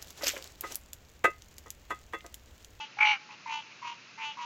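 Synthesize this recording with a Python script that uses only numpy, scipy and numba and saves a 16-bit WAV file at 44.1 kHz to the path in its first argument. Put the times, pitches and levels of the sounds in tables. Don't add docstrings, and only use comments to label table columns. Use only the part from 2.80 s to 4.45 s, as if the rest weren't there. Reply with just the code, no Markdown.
import sys
import numpy as np
from scipy import signal
from scipy.fft import rfft, irfft
from scipy.io import wavfile
from scipy.ndimage import uniform_filter1d
from numba import njit

SR = 44100
rng = np.random.default_rng(int(sys.argv[2]) if len(sys.argv) > 2 else 0)


def put_to_file(sound):
    columns = np.atleast_2d(sound).T
    safe = np.clip(columns, -1, 1)
    whole_steps = np.round(safe * 32767)
    wavfile.write(sys.argv[1], SR, whole_steps.astype(np.int16))


N = 72765

# frequency in Hz, relative level in dB.
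AIR_SPECTRUM = [(30, -46.5), (64, -32.5), (92, -23.5), (120, -4.5), (214, -3.5), (350, -6.5), (600, -9.5),
                (870, -9), (1320, -3), (1700, -5.5), (2650, -1), (3300, -10), (4000, -6.5), (6400, -11),
                (7400, -23.5)]
# start in seconds, length in seconds, base pitch in Hz, base levels of hum,
# sac, throat and rasp in dB, time of one beat in seconds, beat rate in Hz, beat depth from 0 to 1,
# share of the call before it turns clean (above 1, never).
FAR_CROAKS = [(-.095, 0.17, 879.3, -43.5, -70, -40, -46.5, -.09, 50, 0, 0.5),
              (0.488, 0.078, 847, -56.5, -50.5, -53.5, -58.5, .51, 55.1, 0.33, 1.1),
              (0.658, .17, 890.6, -37.5, -41.5, -37.5, -45, .663, 62.3, 0.75, .42),
              (1.018, 0.14, 946.6, -41.5, -43, -44, -48, 1.1, 42.1, .6, 1.2),
              (1.376, .17, 883.4, -43, -49.5, -38, -49, 1.39, 50.1, 0, .42),
              (1.571, 0.12, 955.4, -42, -45, -47.5, -49.5, 1.571, 44, 0.25, 1.2)]
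# share of its length, ratio to the base pitch, throat resonance
# in Hz, offsets to the levels of hum, sac, throat and rasp in dB.
FAR_COURSE = [(0, 1.025, 2070, -12.5, -1.5, -24.5, -12), (0.052, 1.02, 2140, -3.5, 0, -12.5, -5),
              (.26, 1.01, 2494, 1, 1, -1, -2.5), (.46, 1.0, 2775, 2, -0.5, -1.5, 5.5),
              (0.732, .998, 2860, 0, -9, -4, -3), (0.852, .985, 2850, -5, -12.5, -4.5, -9),
              (.92, .965, 3054, -27, -11.5, -19.5, -9), (1, 0.84, 2980, -44, -49, -9.5, -27)]
# frequency in Hz, relative level in dB.
FAR_RASP_SPECTRUM = [(500, -47.5), (820, -20), (1100, -6.5), (1450, -1.5), (1770, -9), (2050, -1),
                     (3500, -8.5), (3850, -7.5), (4400, -8), (4900, -13), (6200, -9.5), (7400, -20)]
# time in seconds, pitch in Hz, levels of hum, lower resonance,
# upper resonance and rasp in dB.
CLOSE_COURSE = [(.171, 821, -43, -45.5, -64.5, -56), (0.1836, 819, -49, -68.5, -57, -57),
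                (0.189, 840, -34.5, -31, -67, -34.5), (0.202, 831.5, -38, -36.5, -50, -43.5),
                (.21, 855.6, -31.5, -17.5, -68.5, -31), (0.236, 852.4, -29, -16, -44.5, -33.5),
                (0.26, 848, -26.5, -22.5, -26.5, -38), (0.321, 849, -31, -23.5, -29, -39),
                (0.345, 805, -43.5, -28.5, -36, -39), (0.377, 781, -61.5, -54.5, -56.5, -49.5)]
# centre in Hz, width in Hz.
CLOSE_RESONANCES = [(2290, 325), (2830, 196)]
# frequency in Hz, relative level in dB.
CLOSE_RASP_SPECTRUM = [(450, -75.5), (700, -15), (850, -3), (1050, -2.5), (1300, 3.5), (1800, 2),
                       (2700, -7.5), (4300, -21), (5100, -23.5), (6100, -20), (7200, -31.5)]
CLOSE_TREBLE_SPECTRUM = [(2200, -34), (3200, 4), (3700, 6), (4350, 1), (4900, -17), (5450, -8),
                         (5950, -3.5), (6350, -14), (6900, -37), (7500, -26.5)]
# time of the peak in seconds, level in dB.
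DISTANT_CHIRPS = [(0.871, -52), (0.923, -50), (1.27, -56)]

SAC_RATIO, SAC_WIDTH_HZ = 1.133, 101
BEAT_FADE = .3


def undb(db):
    return 10 ** (np.asarray(db) / 20)


def unit(x):
    return x / np.sqrt(np.mean(x ** 2) + 1e-18)


def even(x, window_s=.0045):
    power = uniform_filter1d(x ** 2, int(window_s * SR))
    return x / np.sqrt(np.abs(power) + .05 * np.mean(x ** 2))


def ring(x, hz, width_hz):
    b, a = signal.iirpeak(hz, hz / width_hz, fs=SR)
    return signal.lfilter(b, a, signal.lfilter(b, a, x))


@njit
def glide(x, hz, width_hz):
    y, band, low = np.empty(len(x)), 0., 0.
    for i in range(len(x)):
        g, damping = np.tan(np.pi * hz[i] / SR), width_hz / hz[i]
        v = (band + g * (x[i] + 1e-18 - low)) / (1 + g * (g + damping))
        band, low = 2 * v - band, low + 2 * g * v
        y[i] = damping * v
    return y


def colour(x, spectrum):
    hz, db = np.array(spectrum, float).T
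    freqs = np.maximum(np.fft.rfftfreq(2 * N, 1 / SR), 1)
    gain = undb(np.interp(np.log(freqs), np.log(hz), db))
    cepstrum = irfft(np.log(gain))
    cepstrum[1:N] *= 2
    cepstrum[N + 1:] = 0
    return irfft(rfft(x, 2 * N) * np.exp(rfft(cepstrum)))[:N]


def follow(t, course):
    times = course[:, 0]
    gate = uniform_filter1d(1. * ((t > times[0]) & (t < times[-1])), size=96)
    progress = np.clip((t - times[0]) / (times[-1] - times[0]), 0, 1)
    return [gate, progress] + [np.interp(t, times, column) for column in course[:, 1:].T]


def waver(t, rate_hz, spread_db):
    return undb(spread_db * np.interp(t * rate_hz, np.arange(N), rng.standard_normal(N)))


def night_air():
    hiss = unit(colour(rng.standard_normal(N), AIR_SPECTRUM))
    drone = unit(ring(rng.standard_normal(N), hz=117.6, width_hz=11))
    return undb(-53.5) * hiss + undb(-74.5) * drone


def chorus(t):
    blur = ring(rng.standard_normal(N), hz=2620, width_hz=460)
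    return undb(-61.5) * unit(blur * waver(t, rate_hz=90, spread_db=4))


def hum(t, cycles):
    return unit(np.sin(2 * np.pi * cycles) * waver(t, rate_hz=128.8, spread_db=1.5))


def snaps(cycles, clean_s, rough_jitter=.03, clean_jitter=.0081, scatter_db=5.5):
    count = 600
    skip = rng.random(count) < .5
    late, spread = rng.standard_normal(count), rng.standard_normal(count)
    clean_cycle = np.interp(clean_s * SR, np.arange(N), cycles)
    clean = np.cumsum(3 + skip) > clean_cycle
    snap_cycle = np.cumsum(3 + (skip & ~clean)) + late * np.where(clean, clean_jitter, rough_jitter)
    place = np.interp(snap_cycle, cycles, np.arange(N))
    size = np.where(clean, 1, undb(scatter_db * spread)) * (place < N - 1)
    index, part = place.astype(int), place % 1
    return (np.bincount(index, size * (1 - part), N + 1) + np.bincount(index + 1, size * part, N + 1))[:N]


def foliage(x, max_delay_s=.009, step_hz=109.57):
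    freqs = np.fft.rfftfreq(2 * N, 1 / SR)
    delay = max_delay_s * np.interp(freqs / step_hz, np.arange(N), rng.random(N))
    phase = -2 * np.pi * np.cumsum(delay) * freqs[1]
    return irfft(rfft(x, 2 * N) * np.exp(1j * phase))[:N]


def beats(t, beat_s, hz, depth):
    return 1 - depth * np.sin(np.pi * hz * (t - beat_s)) ** 2


def far_frogs(t, throat_width_hz=800., full_depth_bend_hz=70):
    out = 0
    for start, length, pitch, *levels, beat_s, beat_hz, depth, rough_share in FAR_CROAKS:
        course = np.array(FAR_COURSE, float) * [length, pitch, 1, 1, 1, 1, 1] + [start, 0, 0, *levels]
        gate, progress, hz, throat_hz, hum_db, sac_db, throat_db, rasp_db = follow(t, course)
        depth_now = depth * (1 - BEAT_FADE * progress ** 2)
        throb = beats(t, beat_s, beat_hz, depth_now)
        cycles = np.cumsum(hz) / SR
        bend = np.cumsum(full_depth_bend_hz * (throb - 1 + depth_now / 2)) / SR
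        pulses = foliage(snaps(cycles, clean_s=start + rough_share * length))
        throat = even(glide(glide(pulses, throat_hz, throat_width_hz), throat_hz, throat_width_hz))
        sac = even(ring(pulses, SAC_RATIO * pitch, SAC_WIDTH_HZ))
        rasp = even(colour(pulses, FAR_RASP_SPECTRUM))
        low = undb(hum_db) * hum(t, cycles + bend) + undb(sac_db) * sac
        buzz = undb(throat_db) * throat + undb(rasp_db) * rasp
        out = out + gate * (throb * low + np.sqrt(throb) * buzz)
    return out


def tree_echo(x, t, t60_s=.41, delay_s=.027):
    tail = rng.standard_normal(N) * np.exp(-np.log(1000) * t / t60_s) * (t > delay_s)
    return signal.fftconvolve(x, tail / np.linalg.norm(tail))[:N]


def close_frog(t, beat_s=.2095, beat_hz=47.6):
    gate, progress, hz, hum_db, lower_db, upper_db, rasp_db = follow(t, np.array(CLOSE_COURSE, float))
    fade = 1 - BEAT_FADE * progress ** 2
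    soft_throb = beats(t, beat_s, beat_hz, depth=.15 * fade)
    hard_throb = beats(t, beat_s, beat_hz, depth=.72 * fade)
    cycles = np.cumsum(hz) / SR
    pulses = foliage(snaps(cycles, clean_s=t[-1]))
    lower, upper = (even(ring(pulses, *resonance)) for resonance in CLOSE_RESONANCES)
    sac = even(ring(pulses, SAC_RATIO * hz.max(), SAC_WIDTH_HZ))
    treble = even(colour(pulses, CLOSE_TREBLE_SPECTRUM))
    low = undb(hum_db) * (hum(t, cycles) + undb(-13) * sac)
    high = undb(upper_db) * (upper + undb(-9.5) * treble)
    rasp = undb(rasp_db) * even(colour(pulses, CLOSE_RASP_SPECTRUM))
    return gate * (hard_throb * undb(lower_db) * lower + soft_throb * (low + high + rasp))


def chirps(t, sigma_s=.0057):
    band = even(ring(rng.standard_normal(N), hz=2400, width_hz=800))
    return band * sum(undb(db) * np.exp(-.5 * ((t - peak_s) / sigma_s) ** 2)
                      for peak_s, db in DISTANT_CHIRPS)


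def scene():
    t = np.arange(N) / SR
    close, far = close_frog(t), far_frogs(t)
    echo = tree_echo(undb(-25) * close + undb(-17.5) * far, t)
    return (night_air() + chorus(t) + far + echo + close + chirps(t))[None]


def record(dry):
    top_hz = 7150
    return signal.sosfilt(signal.ellip(8, .3, 70, top_hz, fs=SR, output="sos"), dry)


dry = scene()
out = record(dry)
put_to_file(out)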